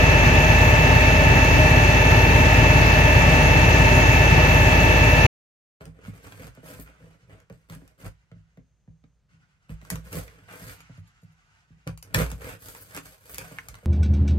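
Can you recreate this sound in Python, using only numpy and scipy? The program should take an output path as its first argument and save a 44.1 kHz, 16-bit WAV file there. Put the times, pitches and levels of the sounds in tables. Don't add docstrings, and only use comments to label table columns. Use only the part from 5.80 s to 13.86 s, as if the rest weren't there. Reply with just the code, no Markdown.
import sys
import numpy as np
from scipy import signal
from scipy.fft import rfft, irfft, next_fast_len
from scipy.io import wavfile
from scipy.ndimage import uniform_filter1d, map_coordinates

SR = 44100
rng = np.random.default_rng(int(sys.argv[2]) if len(sys.argv) > 2 else 0)


def waveform_to_disk(signal):
    frames = np.transpose(np.atleast_2d(signal))
    scaled = np.clip(frames, -1, 1) * 32767
    samples = np.round(scaled).astype(np.int16)
    wavfile.write(sys.argv[1], SR, samples)


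N = 355401
THUMP_WINDOW_S, CRACK_WINDOW_S = 0.012, 0.003


def from_db(db):
    return 10 ** (np.asarray(db) / 20)


def unit_rms(x):
    return x / np.sqrt(np.mean(x ** 2) + 1e-20)


def at_level(x, db, window_s):
    peak_power = uniform_filter1d(x ** 2, int(window_s * SR)).max()
    return x * from_db(db) / np.sqrt(peak_power + 1e-20)


def band(x, low_hz, high_hz, order=2):
    sos = signal.butter(order, [low_hz, high_hz], "band", fs=SR, output="sos")
    return signal.sosfilt(sos, x + 1e-18)


def colour(x, spectrum):
    size = next_fast_len(N)
    hz, db = np.transpose(spectrum)
    bin_hz = np.arange(size // 2 + 1) * SR / size
    gain = from_db(np.interp(np.log(bin_hz + 1), np.log(hz), db, left=-90, right=-90))
    return unit_rms(irfft(rfft(x, size) * gain, size)[..., :N])


def drift(per_s):
    points = rng.standard_normal(N // 20)
    return unit_rms(np.interp(np.arange(N) / SR * per_s, np.arange(len(points)), points))


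def add(out, sound, start_s):
    at = max(round(start_s * SR), 0)
    out[at:at + len(sound)] += sound[:max(N - at, 0)]


def grains(per_s, spread_db):
    sizes = from_db(spread_db * np.minimum(rng.exponential(1, N), 4))
    signs = rng.choice([-1, 1], N)
    return unit_rms(sizes * signs * (rng.random(N) < per_s / SR))


def stick_slip(per_s, unevenness, release_s):
    at = np.cumsum(rng.lognormal(0, unevenness, 3000) / per_s * SR).astype(int)
    at = at[at < N]
    catches = np.zeros(N)
    catches[at] = rng.random(len(at))
    return signal.lfilter([1], [1, -np.exp(-1 / (release_s * SR))], catches)


# (frequency [Hz], gain [dB])
AIR_SPECTRUM = [(20, -20), (35, -8), (58, 1), (85, -7), (150, -5), (280, -27), (500, -25), (900, -32),
                (1500, -31), (3500, -38), (6500, -41), (8500, -46), (10500, -53), (16000, -59)]


def room_air(level_db):
    noise = rng.standard_normal(N) + 0.5 * rng.standard_normal((2, N))
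    return from_db(level_db) * colour(noise, AIR_SPECTRUM)


# (start [s], swell [s], fade by 20 dB [s], force [dB], tape share [dB], box share [dB])
KNIFE_STROKES = [(0, 0.014, 0.13, -56, -10, 11.5), (0.12, 0.096, 0.083, -64, -13, 8.5),
                 (0.231, 0.05, 0.048, -51, -8.5, 6.5), (0.33, 0.023, 0.1, -58, -5, 10.5),
                 (0.42, 0.032, 0.23, -53, -6.5, 7), (0.52, 0.16, 0.023, -51.5, -6.5, 7),
                 (0.71, 0.064, 0.13, -62.5, -11.5, 3), (0.818, 0.084, 0.12, -49.5, -3.5, 6.5),
                 (0.97, 0.022, 0.1, -62, -2, 1), (1.04, 0.035, 0.22, -59, -14.5, 2.5),
                 (1.18, 0.057, 0.27, -67.5, -6.5, 14), (1.471, 0.055, 0.13, -58.5, -12.5, 9),
                 (1.7, 0.038, 0.27, -74.5, -3, 7.5), (1.884, 0.043, 0.062, -50.5, -7, 6),
                 (1.98, 0.03, 0.2, -69.5, -4.5, 13.5), (2.177, 0.047, 0.044, -51, -7.5, 4),
                 (2.234, 0.032, 0.03, -49.5, -6.5, 12.5), (3.883, 0.02, 0.053, -56.5, -6, 9),
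                 (4.0, 0.05, 0.15, -60.5, -5.5, 9.5), (4.097, 0.026, 0.066, -46, -4.5, 9.5),
                 (4.23, 0.041, 0.093, -54.5, -4.5, 6), (4.305, 0.051, 0.11, -41.5, -3, 8.5),
                 (4.47, 0.045, 0.28, -59.5, -10, 4.5), (4.679, 0.0055, 0.11, -49, -20, -3.5),
                 (4.66, 0.25, 0.075, -49.5, -3, 2.5), (6.06, 0.012, 0.068, -56, -10, 15.5),
                 (6.2, 0.13, 0.11, -60.5, -10, 8.5), (6.338, 0.0073, 0.045, -35.5, -4.5, 6.5),
                 (6.351, 0.062, 0.072, -33.5, -5.5, 10), (6.48, 0.04, 0.11, -58, -1.5, 11),
                 (6.58, 0.12, 0.074, -42, -7.5, 4), (6.78, 0.1, 0.19, -52, 1, 4),
                 (6.96, 0.11, 0.17, -62, 0.5, 7), (7.08, 0.1, 0.034, -47, -8, -2.5),
                 (7.21, 0.06, 0.16, -54.5, -1.5, 1), (7.39, 0.17, 0.066, -54, -1.5, 3),
                 (7.57, 0.041, 0.33, -48.5, -6, 1), (7.8, 0.19, 0.99, -62, -8, 5)]


def stroke_gains(swell_power=1.29, fade_power=1.46, full_bite_db=-46):
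    t, gains = np.arange(SR) / SR, np.zeros((4, N))
    for start_s, swell_s, fade_s, force_db, tape_db, box_db in KNIFE_STROKES:
        swell = np.sin(np.pi / 2 * np.minimum(t / swell_s, 1)) ** swell_power
        fade = from_db(-20 * (np.maximum(t - swell_s, 0) / fade_s) ** fade_power)
        sizzle_db = 2.5 + 1.6 * tape_db + 0.24 * min(force_db - full_bite_db, 0)
        for gain, share_db in zip(gains, (box_db, 0, tape_db, sizzle_db)):
            add(gain, from_db(force_db + share_db) * swell * fade, start_s)
    return gains


# (frequency [Hz], level [dB], T60 [s])
BOX_MODES = [(58.8, -1, 0.45), (87.6, -4.5, 0.1), (102, 6.5, 0.19), (123.6, 1, 0.22), (161, 3, 0.31),
             (181, -13, 0.2), (213, -22, 0.052), (260, -2.5, 0.17), (277.2, 0.5, 0.17), (340, -7.5, 0.068),
             (409.3, 2.5, 0.078), (458.7, 3.5, 0.086), (497.4, 0.5, 0.087), (528.6, -2.5, 0.11),
             (630.6, -1.5, 0.096), (658, -6.5, 0.13), (760, 0, 0.05), (864, -10, 0.047), (940, -3, 0.033),
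             (997, -9, 0.069)]


def box(force, scatter_db):
    out = 0
    for (hz, db, t60_s), scatter in zip(BOX_MODES, rng.standard_normal(len(BOX_MODES))):
        radius, angle = from_db(-60 / (t60_s * SR)), 2 * np.pi * hz / SR
        pole_real = radius * np.cos(angle)
        mode = signal.lfilter([1, -pole_real], [1, -2 * pole_real, radius * radius], force + 1e-18)
        out = out + from_db(db + scatter_db * scatter) * mode
    return out


# (frequency [Hz], gain [dB])
CARD_SPECTRUM = [(450, -6.5), (620, 13.5), (830, 7.5), (980, 7), (1120, 6.5), (1470, 10.5), (1950, 5.5),
                 (2400, 6.5), (3000, -3), (3600, -6.5), (4600, -34)]
TAPE_SPECTRUM = [(2800, -3.5), (3700, -5), (4800, 2), (5600, -4), (6400, 2), (7250, -2.5), (8300, 5.5),
                 (9200, 0.5), (9900, -7), (11000, -30), (12500, -27.5)]
SIZZLE_SPECTRUM = [(9500, -22), (10700, -4.5), (11700, 0.5), (12700, -6.5), (14300, -4.5), (15600, -11.5),
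                   (17000, -40)]


def sawing():
    box_gain, card_gain, tape_gain, sizzle_gain = stroke_gains()
    bite = stick_slip(per_s=72, unevenness=0.6, release_s=0.0055)
    jerks = from_db(13.4 * np.minimum(bite, 1) + 2.96 * drift(per_s=260))
    fibres = unit_rms(grains(per_s=3500, spread_db=3.5) * jerks)
    film = unit_rms(grains(per_s=5000, spread_db=2) * np.sqrt(jerks))
    crackle = grains(per_s=220, spread_db=2.5)
    tearing = film + from_db(-3) * fibres + from_db(-4) * crackle
    drone = box_gain * unit_rms(band(box(fibres, scatter_db=1.5), 29, 760, order=3))
    rasp = card_gain * colour(fibres + from_db(-5) * crackle, CARD_SPECTRUM)
    hiss = tape_gain * colour(tearing, TAPE_SPECTRUM)
    sizzle = sizzle_gain * colour(tearing, SIZZLE_SPECTRUM)
    return drone, rasp + hiss, sizzle


def bending_waves(travel_100hz_s, edge_db, size):
    hz = np.arange(size // 2 + 1) * SR / size
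    path_ratios = np.append(1, rng.uniform(1.409, 4.5, 4))[:, None]
    edge_gains = np.append(1, from_db(edge_db) * rng.choice([-1, 1], 4))[:, None]
    phase = 4 * np.pi * travel_100hz_s * path_ratios * np.sqrt(100 * hz)
    waves = edge_gains / np.sqrt(path_ratios) * np.exp(-1j * phase)
    return irfft(waves.sum(axis=0) / np.sqrt(1 + hz / 100), size)


# (time [s], level [dB], pitch [Hz], boom share [dB], clack share [dB])
TOOTH_SLIPS = [(0.006, -41.5, 113, 0, -8.5), (0.054, -46, 136, -3, -6), (0.068, -41.5, 122, -4, -13),
               (0.276, -31, 145, -14, -21), (0.606, -45, 240, -13, -8), (0.638, -40.5, 147, -10, -18),
               (0.672, -44, 144, -7, -6), (0.771, -45.5, 175, -10, -4), (0.829, -46, 153, -13, -3.5),
               (0.896, -47.5, 240, -6, -4), (0.919, -47, 150, -5, -6), (0.955, -47, 123, 0, -8),
               (0.987, -40.5, 165, -6, -4), (1.213, -50.5, 155, 2, -10), (1.698, -40.5, 175, -7, -4.5),
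               (1.897, -39.5, 119, -8, -21), (1.955, -42, 190, -8, -20), (2.015, -53, 157, -5, 1),
               (2.229, -38, 111, -5, -17), (2.252, -37.5, 155, -4, -11), (2.513, -41.5, 130, -12, -12.5),
               (2.56, -45.5, 123, -8, -26), (2.771, -44, 180, -12, -9), (3.075, -42.5, 135, -6, -18),
               (3.236, -51, 185, -6, -15), (3.892, -33, 135, 1, -27), (4.02, -52, 165, -9, -4),
               (4.116, -26.5, 138, -2.5, -15), (4.15, -39.5, 121, 0, -10), (4.342, -36, 126, 3, -4.5),
               (4.367, -36.5, 147, 0, -7), (4.812, -40.5, 147, -7, -20), (4.86, -43, 141, -16, -11),
               (5.092, -40.5, 142, -18, -15), (5.175, -38.5, 120, -19, -22), (5.425, -44, 132, -12, -19),
               (5.902, -47.5, 138, -6, -30), (6.068, -28.5, 142, -8, -16.5), (6.345, -23.5, 135, -1, -11),
               (6.395, -27, 165, 0, -4), (6.518, -34.5, 175, -4, -20), (6.661, -42, 147, 3, -2.5),
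               (7.163, -48, 115, -11, 5), (7.173, -50, 150, -8, 6), (7.583, -48.5, 171, -15, 3),
               (7.612, -48, 159, -11, -3), (7.711, -44.5, 145, -10, -2), (7.882, -42.5, 107, 3, -24),
               (7.925, -43.5, 130, 1, -20), (8.027, -51, 189, -2, -2)]


def knocks(width_ratio=1.367):
    out = np.zeros(N)
    for time_s, db, hz, boom_db, clack_db in TOOTH_SLIPS:
        wave = bending_waves(travel_100hz_s=0.007, edge_db=-4.5, size=2 ** 14)
        thump = unit_rms(wave) + from_db(5) * unit_rms(box(wave, scatter_db=2.5))
        boom = at_level(band(thump, 43.3, 81), db + boom_db, THUMP_WINDOW_S)
        knock = at_level(band(thump, hz / width_ratio, hz * width_ratio), db, THUMP_WINDOW_S)
        clack = at_level(band(thump, 239, 640, order=4), db + clack_db, THUMP_WINDOW_S)
        click = at_level(band(wave, 980, 2270), db + clack_db - 8, CRACK_WINDOW_S)
        add(out, boom + knock + clack + click, time_s)
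    return out


# (time [s], level [dB], brightness [dB])
BREAKS = [(0.008, -59.5, -14.5), (0.054, -49, 0), (0.25, -57, -10), (0.448, -51.5, -4.5), (0.47, -55, -1),
          (0.522, -49, -6), (0.668, -52, 1), (0.75, -60, 2), (0.901, -51, -2), (0.912, -52, -4),
          (0.999, -51, 7), (1.601, -61.5, -2.5), (1.698, -57.5, -4), (1.725, -60.5, -2.5),
          (1.898, -48, -2.5), (1.949, -54, 4), (2.077, -57.5, 1.5), (2.259, -48.5, 0), (2.279, -55, 2),
          (2.515, -66, -10.5), (2.772, -69.5, -3), (3.239, -73, -9), (3.893, -59, -8.5), (4.014, -59, -6),
          (4.05, -52.5, -4), (4.1016, -28.5, 1.5), (4.156, -39.5, -2), (4.328, -38.5, 2),
          (4.479, -52.5, -7), (5.004, -54, -5.5), (6.074, -38, -3), (6.1749, -48.5, -0.5),
          (6.226, -44.5, 4), (6.345, -20, -2), (6.364, -40, 4), (6.388, -31, -3), (6.408, -35.5, -6),
          (6.421, -42, -5), (6.442, -45, -3), (6.463, -42, -3), (6.502, -44, -1), (6.515, -39.5, -0.5),
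          (6.949, -47.5, -5.5), (7.147, -42, 3), (7.164, -37.5, 1.5), (7.174, -37.5, -2), (7.183, -49, 2),
          (7.544, -39.5, 4), (7.557, -46, 2), (7.582, -31.5, 2.5), (7.611, -48, -5), (7.785, -45.5, -6),
          (7.885, -39, 1.5), (7.942, -49.5, -7.5), (7.953, -49, -2)]


def snaps(rise_s, crack_s, rustle_s, rustle_db):
    out, t = np.zeros(N), np.arange(SR // 5) / SR
    decay = np.exp(-t / crack_s) + from_db(rustle_db) * np.exp(-t / rustle_s)
    envelope = (1 - np.exp(-t / rise_s)) * decay
    for time_s, db, bright_db in BREAKS:
        bursts = rng.standard_normal((2, len(t))) * envelope
        low = at_level(band(bursts[0], 794, 2450), db - bright_db, CRACK_WINDOW_S)
        middle = at_level(band(bursts[1], 4330, 7900), db - 4 + 0.14 * bright_db, CRACK_WINDOW_S)
        top = at_level(band(bursts[0], 6900, 14100), db + bright_db, CRACK_WINDOW_S)
        add(out, low + middle + top, time_s)
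    return out


# (start [s], end [s], level [dB], slope [dB/s])
SLIDES = [(0.2, 1.8, -62.5, -8), (2.0, 2.7, -70.5, -8.5), (3.48, 3.84, -71, -6), (3.9, 5.2, -67.5, 2),
          (4.67, 5.66, -61.5, -18.5), (5.33, 5.61, -72, 2), (5.57, 5.79, -71.5, 26), (5.87, 6.1, -76, 12.5)]
# (frequency [Hz], gain [dB])
STEEL_SPECTRUM = [(450, -39), (700, -8.5), (900, -6.5), (1080, -9), (1500, 0.5), (1700, -8), (1950, -4),
                  (2400, -8.5), (2800, -7.5), (3500, -16), (4600, -15.5), (5600, -16.5), (6600, -15),
                  (8800, -24), (10500, -28.5), (15000, -36.5)]


def rubbing(attack_s, release_s, box_db):
    t, pressure = np.arange(N) / SR, 0
    for start_s, end_s, db, db_per_s in SLIDES:
        attack = np.clip((t - start_s) / attack_s, 0, 1)
        release = np.exp(-np.maximum(t - end_s, 0) / release_s)
        elapsed_s = np.clip(t - start_s, 0, end_s - start_s)
        pressure = pressure + attack * release * from_db(db + db_per_s * elapsed_s)
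    friction = grains(per_s=12000, spread_db=3) * from_db(2.5 * drift(per_s=24))
    pushes = friction * from_db(4.9 * drift(per_s=16))
    stir = unit_rms(band(box(pushes, scatter_db=1), 45, 200))
    return pressure * (colour(friction, STEEL_SPECTRUM) + from_db(box_db) * stir)


# (start [s], length [s], level [dB])
TAPE_SPLITS = [(.991, 0.057, -49.5), (6.953, 0.068, -56), (7.002, .042, -47), (7.485, 0.062, -50)]
# (frequency [Hz], gain [dB])
SPLIT_SPECTRUM = [(7000, -20), (8400, -10), (10000, -14), (11800, -4), (14000, -1), (15600, -3),
                  (17000, -30)]


def tape_zips():
    force = np.zeros(N)
    for start_s, length_s, db in TAPE_SPLITS:
        add(force, from_db(db) * signal.windows.tukey(int(length_s * SR), 0.7), start_s)
    tears = stick_slip(per_s=290, unevenness=0.23, release_s=0.003)
    return force * colour(tears * rng.standard_normal(N), SPLIT_SPECTRUM)


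# (start [s], length [s], pitch [Hz], width [Hz], level [dB])
WHISTLE_BAND = (2.62, 0.84, 6400, 300, -87)


def whistle():
    start_s, length_s, hz, width_hz, db = WHISTLE_BAND
    gate = np.zeros(N)
    add(gate, signal.windows.tukey(int(length_s * SR), 0.3), start_s)
    tone = band(rng.standard_normal((2, N)), hz - width_hz / 2, hz + width_hz / 2, order=1)
    return from_db(db) * gate * unit_rms(tone)


def ring(modes, rise_s):
    t = np.arange(SR // 4) / SR
    tones = sum(from_db(db - 60 * t / t60_s) * np.sin(2 * np.pi * hz * t) for hz, db, t60_s in modes)
    return tones * (1 - np.exp(-t / rise_s))


# (time [s], level [dB])
FLICKS = [(4.1036, -34), (5.004, -53), (5.173, -64.5), (5.192, -67), (5.274, -62), (5.4165, -69),
          (5.432, -66), (5.521, -70.5), (6.1755, -54), (6.227, -50)]
# (frequency [Hz], level [dB], T60 [s])
BLADE_MODES = [(3870, -1, 0.035), (4670, 1, 0.06), (6930, 3.5, 0.082), (8839, -2, 0.085), (11550, -4, 0.11),
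               (13940, -1.5, 0.07)]


def blade_ticks():
    out, ping = np.zeros(N), ring(BLADE_MODES, rise_s=0.0005)
    for time_s, db in FLICKS:
        add(out, at_level(ping, db, CRACK_WINDOW_S), time_s)
    return out


# (frequency [Hz], level [dB], T60 [s])
CLACK_MODES = [(1320, -9.5, 0.016), (1645, -2.5, .018), (1810, -0.5, 0.023), (1945, -8, 0.056),
               (2130, -0.5, 0.018), (2230, -1, 0.02), (2460, -5.5, 0.018), (2750, -11, .015)]


def blade_clack(time_s, level_db):
    out = np.zeros(N)
    add(out, at_level(ring(CLACK_MODES, rise_s=0.00058), level_db, CRACK_WINDOW_S), time_s)
    return out


def stereo(x, lag_s, left_db, right_db):
    late = map_coordinates(x, [np.arange(N) - lag_s * SR], order=3)
    return np.array([x, late]) * from_db([[left_db], [right_db]])


def room(x, first_s, t60_s, echoes_per_s, crossover_hz, bass_gain, level_db):
    hop, t = SR // 40, np.arange(SR // 4) / SR
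    wet, padded = np.zeros((2, N + SR)), np.pad(x, (hop, 2 * hop))
    decay = from_db(-60 * t / t60_s) * (t > first_s)
    window = np.sin(np.pi * np.arange(2 * hop) / (2 * hop))
    for at in range(0, N + hop, hop):
        chance = rng.uniform(-1, 1, (2, len(t)))
        echoes = np.sign(chance) * (abs(chance) < echoes_per_s / SR) * decay
        echoes /= np.sqrt(np.sum(echoes ** 2, axis=1, keepdims=True))
        tail = signal.fftconvolve(padded[None, at:at + 2 * hop] * window, echoes, axes=1)
        wet[:, at:at + tail.shape[1]] += tail
    wet = wet[:, hop:hop + N]
    bass = bass_gain * band(wet, 20, crossover_hz, order=1)
    return from_db(level_db) * (band(wet, crossover_hz, 8550, order=1) + bass)


def scene():
    drone, scrape, sizzle = sawing()
    cut = scrape + rubbing(attack_s=0.021, release_s=0.1, box_db=2.5)
    tape = sizzle + tape_zips() + snaps(rise_s=0.00077, crack_s=0.0014, rustle_s=0.018, rustle_db=-46)
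    body = drone + knocks()
    steel = blade_ticks() + blade_clack(time_s=7.786, level_db=-26.5)
    cut_lag_s = 0.000231 + 0.00005 * drift(per_s=350)
    direct = (stereo(cut, cut_lag_s, left_db=-2, right_db=-0.84)
              + stereo(tape, cut_lag_s, left_db=0.6, right_db=0)
              + stereo(body, lag_s=0.00016, left_db=-2.5, right_db=-1)
              + stereo(steel, lag_s=0.0001, left_db=-2.5, right_db=-1.5))
    reflections = room(cut + tape + body + from_db(-13) * steel, first_s=0.002, t60_s=0.15,
                       echoes_per_s=5000, crossover_hz=463, bass_gain=0.18, level_db=-1.5)
    return direct + reflections * from_db([[-0.5], [0.5]]) + room_air(level_db=-67.5) + whistle()


def record(dry):
    high_pass = signal.butter(6, 37, "high", fs=SR, output="sos")
    low_pass = signal.ellip(10, 0.1, 80, 16000, fs=SR, output="sos")
    return signal.sosfilt(low_pass, signal.sosfilt(high_pass, dry))


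dry = scene()
out = record(dry)
waveform_to_disk(out)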